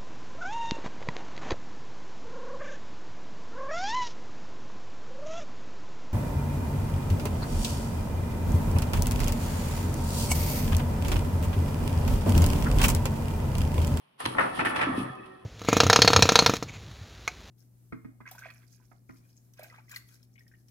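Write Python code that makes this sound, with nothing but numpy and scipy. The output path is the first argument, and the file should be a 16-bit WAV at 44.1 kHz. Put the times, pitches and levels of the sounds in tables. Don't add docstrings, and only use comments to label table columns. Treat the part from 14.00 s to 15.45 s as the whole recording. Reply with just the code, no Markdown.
import sys
import numpy as np
from scipy import signal
from scipy.fft import rfft, irfft
from scipy.io import wavfile
from scipy.ndimage import uniform_filter1d

SR = 44100
rng = np.random.default_rng(int(sys.argv[2]) if len(sys.argv) > 2 else 0)


def to_wav(s):
    ch = np.atleast_2d(s).T
    pcm = np.round(np.clip(ch, -1, 1) * 32767)
    wavfile.write(sys.argv[1], SR, pcm.astype(np.int16))


N = 63945
T = np.arange(N) / SR

# (frequency [Hz], level [dB])
CAGE_TONE = [(60, -50.5), (250, -19.5), (450, -7), (600, -2), (800, -2.5), (1150, -3), (1800, -1.5),
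             (2400, -7.5), (3200, -17), (3900, -27.5), (6500, -45.5), (8000, -39.5), (10000, -37),
             (14000, -83)]


def amp(db):
    return 10 ** (np.asarray(db) / 20)


def unit(x):
    return x / np.sqrt(np.mean(x ** 2) + 1e-20)


def curve(table, column=1):
    rows = np.array(table)
    return amp(np.interp(T, rows[:, 0], rows[:, column]))


def ring(x, response):
    return signal.fftconvolve(np.atleast_2d(x), np.atleast_2d(response), axes=-1)[:, :N]


def colour(x, tone, tilt_db=0, size=2048):
    octave = np.log2(np.maximum(np.fft.rfftfreq(size, 1 / SR), 1))
    rows = np.array(tone)
    tone_db = np.interp(octave, np.log2(rows[:, 0]), rows[:, 1])
    gain = unit(amp(tone_db + tilt_db * np.maximum(octave, 10)))
    cepstrum = irfft(np.log(gain))
    one_sided = np.r_[cepstrum[0], 2 * cepstrum[1:size // 2]]
    return ring(x, irfft(np.exp(rfft(one_sided, size))))


def spread(pair):
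    # (frequency [Hz], side level against middle [dB])
    width = [(60, -17), (120, -19), (220, -10), (380, 2.5), (600, 7), (1200, 0), (2500, 1), (12000, -1)]
    rows = np.array(width)
    log_hz = np.log(np.fft.rfftfreq(2 * N, 1 / SR) + 1)
    side_gain = amp(np.interp(log_hz, np.log(rows[:, 0]), rows[:, 1]))
    middle, side = rfft(pair, 2 * N) / np.sqrt(1 + side_gain ** 2)
    return irfft(np.array([middle + side_gain * side, middle - side_gain * side]))[:, :N]


def clicks(per_s, spread_db):
    hit = rng.random(N) < per_s / SR
    sizes = amp(spread_db * np.minimum(rng.exponential(size=N), np.pi))
    return unit(hit * sizes * rng.choice([-1, 1], (2, N)))


def mode(hz, fade_s, phase=0):
    return np.sin(2 * np.pi * hz * T + phase) * np.exp(-np.log(1000) * T / fade_s)


def flutter(per_s):
    return np.interp(T * per_s, np.arange(400), rng.standard_normal(400))


def tail(fade_s):
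    echoes = rng.standard_normal((2, N)) * np.exp(-np.log(1000) * T / fade_s)
    echoes *= 1 - np.exp(-T / 0.0027)
    return echoes / np.sqrt(np.sum(echoes ** 2) / 2)


def room_air():
    # (frequency [Hz], level [dB])
    air_tone = [(18, -18), (30, 11), (48, -47), (147, 5), (228, -8.5), (905, -6), (1030, -16), (3150, -13),
                (6200, -50), (13200, -34), (15000, -24)]
    air_db, hum_db, hum_hz = -67, -73, 142
    air = amp(air_db) * spread(colour(rng.standard_normal((2, N)), air_tone))
    return air + amp(hum_db) * np.sin(2 * np.pi * hum_hz * T)


def rustling_bedding():
    # (time [s], crisp treble level [dB], stalk level [dB])
    stirring = [(0, -80.5, -68.5), (.176, -88.5, -74.5), (.2, -49.5, -41.5), (.242, -53.5, -41.5),
                (.272, -50, -46.5), (.335, -53, -48), (.375, -59, -51), (.41, -50, -38.5),
                (.52, -59.5, -51.5), (.57, -48.5, -41), (.605, -56, -38.5), (.64, -61, -50),
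                (.70, -49.5, -38.5), (.74, -58.5, -54.5), (.775, -53.5, -38), (.88, -61, -45.5),
                (.94, -60, -52.5), (.99, -51.5, -40), (1.03, -53, -48), (1.06, -64.5, -56.5),
                (1.18, -73.5, -62), (1.45, -78.5, -68)]
    # (time [s], crack level [dB], crisp treble level [dB], decay time [s])
    snaps = [(.2010, -55, -58, 0.0012), (0.205, -50, -34.5, 0.0018), (.2550, -17, -40, 0.0013),
             (0.2587, -19.5, -30.5, 0.0017), (0.2603, -18, -31.5, 0.0022), (0.3962, -49, -37, 0.0025),
             (.574, -51, -47, 0.0027), (0.6524, -33.5, -41, 0.019), (0.695, -46, -50, 0.013),
             (0.7618, -26.5, -43.5, 0.0065), (0.815, -29, -54, 0.0068), (1.153, -50, -63, .005),
             (1.258, -53, -65, 0.015)]
    # (frequency [Hz], level [dB])
    stalk_tone = [(100, -54.5), (400, 2), (650, -0.5), (1100, 9.5), (1600, -3), (2050, -1.5), (2500, -2.5),
                  (3000, 2), (3700, -4.5), (5400, -11.5), (7000, -25.5), (10000, -24), (14000, -56)]
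    # (frequency [Hz], level [dB])
    crisp_tone = [(1000, -28), (5000, -22), (7800, -9.5), (8900, 1), (10000, 4.5), (11200, -2.5),
                  (12500, -17.5), (14500, -26)]
    crisp = clicks(per_s=4000, spread_db=3) * curve(stirring, column=1)
    stalks = clicks(per_s=4000, spread_db=3) * curve(stirring, column=2)
    for start, crack_db, crisp_db, decay_s in snaps:
        fibres = rng.standard_normal((2, N)) * (T >= start) * np.exp(-np.abs(T - start) / decay_s)
        stalks += amp(crack_db) * fibres
        crisp += amp(crisp_db) * fibres
    lean_right = amp([[-3], [3]])
    return spread(colour(stalks, stalk_tone)) + lean_right * spread(colour(crisp, crisp_tone))


def pattering_feet():
    # (time [s], level [dB])
    running = [(0, -90), (.19, -67.5), (.21, -55), (.255, -42), (.27, -35), (.33, -39.5), (.40, -33),
               (.52, -43.5), (.61, -35), (.76, -38.5), (.92, -36), (1.02, -32.5), (1.12, -48.5),
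               (1.18, -49.5), (1.45, -55.5)]
    # (pitch [Hz], level [dB], fade time [s])
    tub_notes = [(68, -35, 0.11), (132, -13, 0.42), (196, -5.5, 0.06), (258, -3.5, 0.14),
                 (291.4, -3.5, 0.11), (330, 0, .08), (409, -1.5, 0.036), (519.3, -3, 0.063)]
    tub = sum(amp(db) * mode(hz, fade_s) for hz, db, fade_s in tub_notes)
    steps = clicks(per_s=260, spread_db=1.5) * curve(running)
    return spread(ring(steps, tub / np.sqrt(np.sum(tub ** 2))))


def rattling_cage():
    # (time [s], length [s], level [dB], brightness [dB per octave])
    kicks = [(0.2013, 0.0076, -34, -8), (0.25, 0.0042, -34, 5.5), (0.365, 0.014, -36.5, -7),
             (0.382, 0.029, -22.5, -3.5), (0.422, 0.056, -32, -10.5), (0.589, 0.022, -25.5, 2.1),
             (0.648, 0.022, -24.5, 2.6), (0.702, 0.063, -35, -3.5), (0.757, 0.012, -28.5, 4),
             (0.788, 0.015, -28.5, 0), (0.81, 0.029, -25, 2.35), (0.863, .09, -38.5, -9),
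             (0.969, 0.12, -45, -5)]
    attack_s, release_s = 0.002, 0.009
    clacks = clicks(per_s=1800, spread_db=4)
    clacks /= np.sqrt(uniform_filter1d(clacks ** 2, SR // 200, axis=1) + 0.029)
    rattle, shake = 0, 0
    for start, length, db, tilt_db in kicks:
        rise = np.clip((T - start) / attack_s, 0, 1)
        fall = np.exp(-np.maximum(T - start - length, 0) / release_s)
        burst = amp(db) * rise * fall * clacks
        rattle += colour(burst, CAGE_TONE, tilt_db)
        shake += burst
    return spread(rattle) + ringing_bars(shake)


def ringing_bars(shake):
    # (pitch [Hz], level [dB], fade time [s])
    bar_notes = [(378, -7, 3.0), (755, -3.5, 1.65), (908, -2, 0.67), (1040.6, -6.5, 2.1), (1124, 1, 0.95),
                 (1180, 3.5, 1.2), (1240, -2, 1.7), (1317, 1.5, 1.3), (1715, -1.5, 0.95), (1762, 1, 1.11),
                 (1854, -10.5, 2.44), (1906, -10, 1.47), (2582, -8.5, 1.72), (3360, -13.5, 1.23)]
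    bars_db, side_db, flutter_db = -60.5, -3, 5.5
    detune = 0.01109
    bars = 0
    for hz, db, fade_s in bar_notes:
        bar_set = sum(mode(hz * (1 + detune * offset), fade_s, np.pi * np.array([[phase_a], [phase_b]]))
                      for offset, phase_a, phase_b in rng.uniform(-0.996, 1, size=(6, 3)))
        bars += amp(db + flutter_db * flutter(per_s=45)) * ring(shake, bar_set)
    middle, side = bars
    return amp(bars_db) * (middle + amp(side_db) * side * np.array([[1], [-1]]))


def thumping_feet():
    # (time [s], level [dB], pitch [Hz], fade time [s])
    footfalls = [(0.26, -12, 270, 0.018), (0.27, -29, 125.5, 0.19), (0.308, -31, 285, 0.053),
                 (0.591, -25.5, 162, 0.083), (0.665, -21, 290, .05), (.867, -22, 293, 0.11),
                 (0.882, -26, 329, 0.11), (0.8888, -18, 260.7, 0.12), (0.919, -26.5, 126, 0.074),
                 (0.9782, -13, 258, 0.051), (0.996, -21, 200, 0.046), (1.014, -18.5, 278, 0.045),
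                 (1.058, -32, 270, 0.073), (1.099, -30.5, 126, 0.085), (1.214, -41, 215, 0.06)]
    attack_s = 0.0019
    rise = 1 - np.exp(-(T / attack_s) ** 2)
    boom = amp(-15.5) * mode(hz=125.7, fade_s=0.13)
    thumps = np.zeros(N)
    for start, db, hz, fade_s in footfalls:
        knock = (mode(hz, fade_s) + boom) * rise
        thumps += amp(db) * np.interp(T - start, T, knock, left=0)
    return thumps


def clanging_frame():
    # (time [s], level [dB], brightness [dB per octave])
    blows = [(0.35, -12, -14), (.385, 1.5, -2), (0.395, -1.5, -2.5), (0.406, -8, 0), (.455, -16, 6.5),
             (.593, -6.5, -1), (0.6571, -9, -10), (0.762, -28, -19), (0.819, -12, 7.5), (.835, -10.5, 1)]
    # (pitch [Hz], level [dB], fade time [s])
    frame_notes = [(565, -8, 0.094), (870, 0, 0.15), (1115, 1.5, 0.062), (1233, -2, 0.19),
                   (1358, 5.5, 0.062), (1500, -6.5, 0.17), (1845, 6.5, 0.045), (2350, -15, 0.038)]
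    clang_db, crack_db, crack_decay_s = -37, -16, 0.0012
    knocks = 0
    for start, db, tilt_db in blows:
        clang = sum(amp(note_db) * mode(hz, fade_s, rng.uniform(-np.pi, np.pi, (2, 1)))
                    for hz, note_db, fade_s in frame_notes)
        crack = rng.standard_normal((2, N)) * np.exp(-T / crack_decay_s)
        blow = amp(db) * (np.arange(N) == int(start * SR))
        knock = ring(blow, amp(clang_db) * clang + amp(crack_db) * crack)
        knocks += colour(knock, CAGE_TONE, tilt_db)
    return spread(knocks)


def walls_and_mesh(x):
    # (frequency [Hz], level [dB])
    mesh_tone = [(100, -22), (250, -7), (500, 5), (800, 1.5), (1300, -4.5), (2000, -7), (3200, -9),
                 (6000, -38), (14000, -46)]
    walls_db, mesh_db, dull_above_hz = -5, -21.5, 4500
    dulling = signal.butter(1, dull_above_hz, fs=SR, output="sos")
    walls = amp(walls_db) * signal.sosfilt(dulling, tail(fade_s=0.33))
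    mesh = amp(mesh_db) * colour(tail(fade_s=1.51), mesh_tone)
    return spread(ring(x, walls + mesh))


def scene():
    scuffle = rattling_cage() + clanging_frame() + rustling_bedding()
    return room_air() + scuffle + walls_and_mesh(scuffle) + pattering_feet() + thumping_feet()


def record(dry):
    low_cut_hz, top_hz = 110, 14300
    thinned = signal.sosfilt(signal.butter(1, low_cut_hz, "high", fs=SR, output="sos"), dry)
    return signal.sosfilt(signal.ellip(8, .2, 70, top_hz, fs=SR, output="sos"), thinned)


dry = scene()
out = record(dry)
to_wav(out)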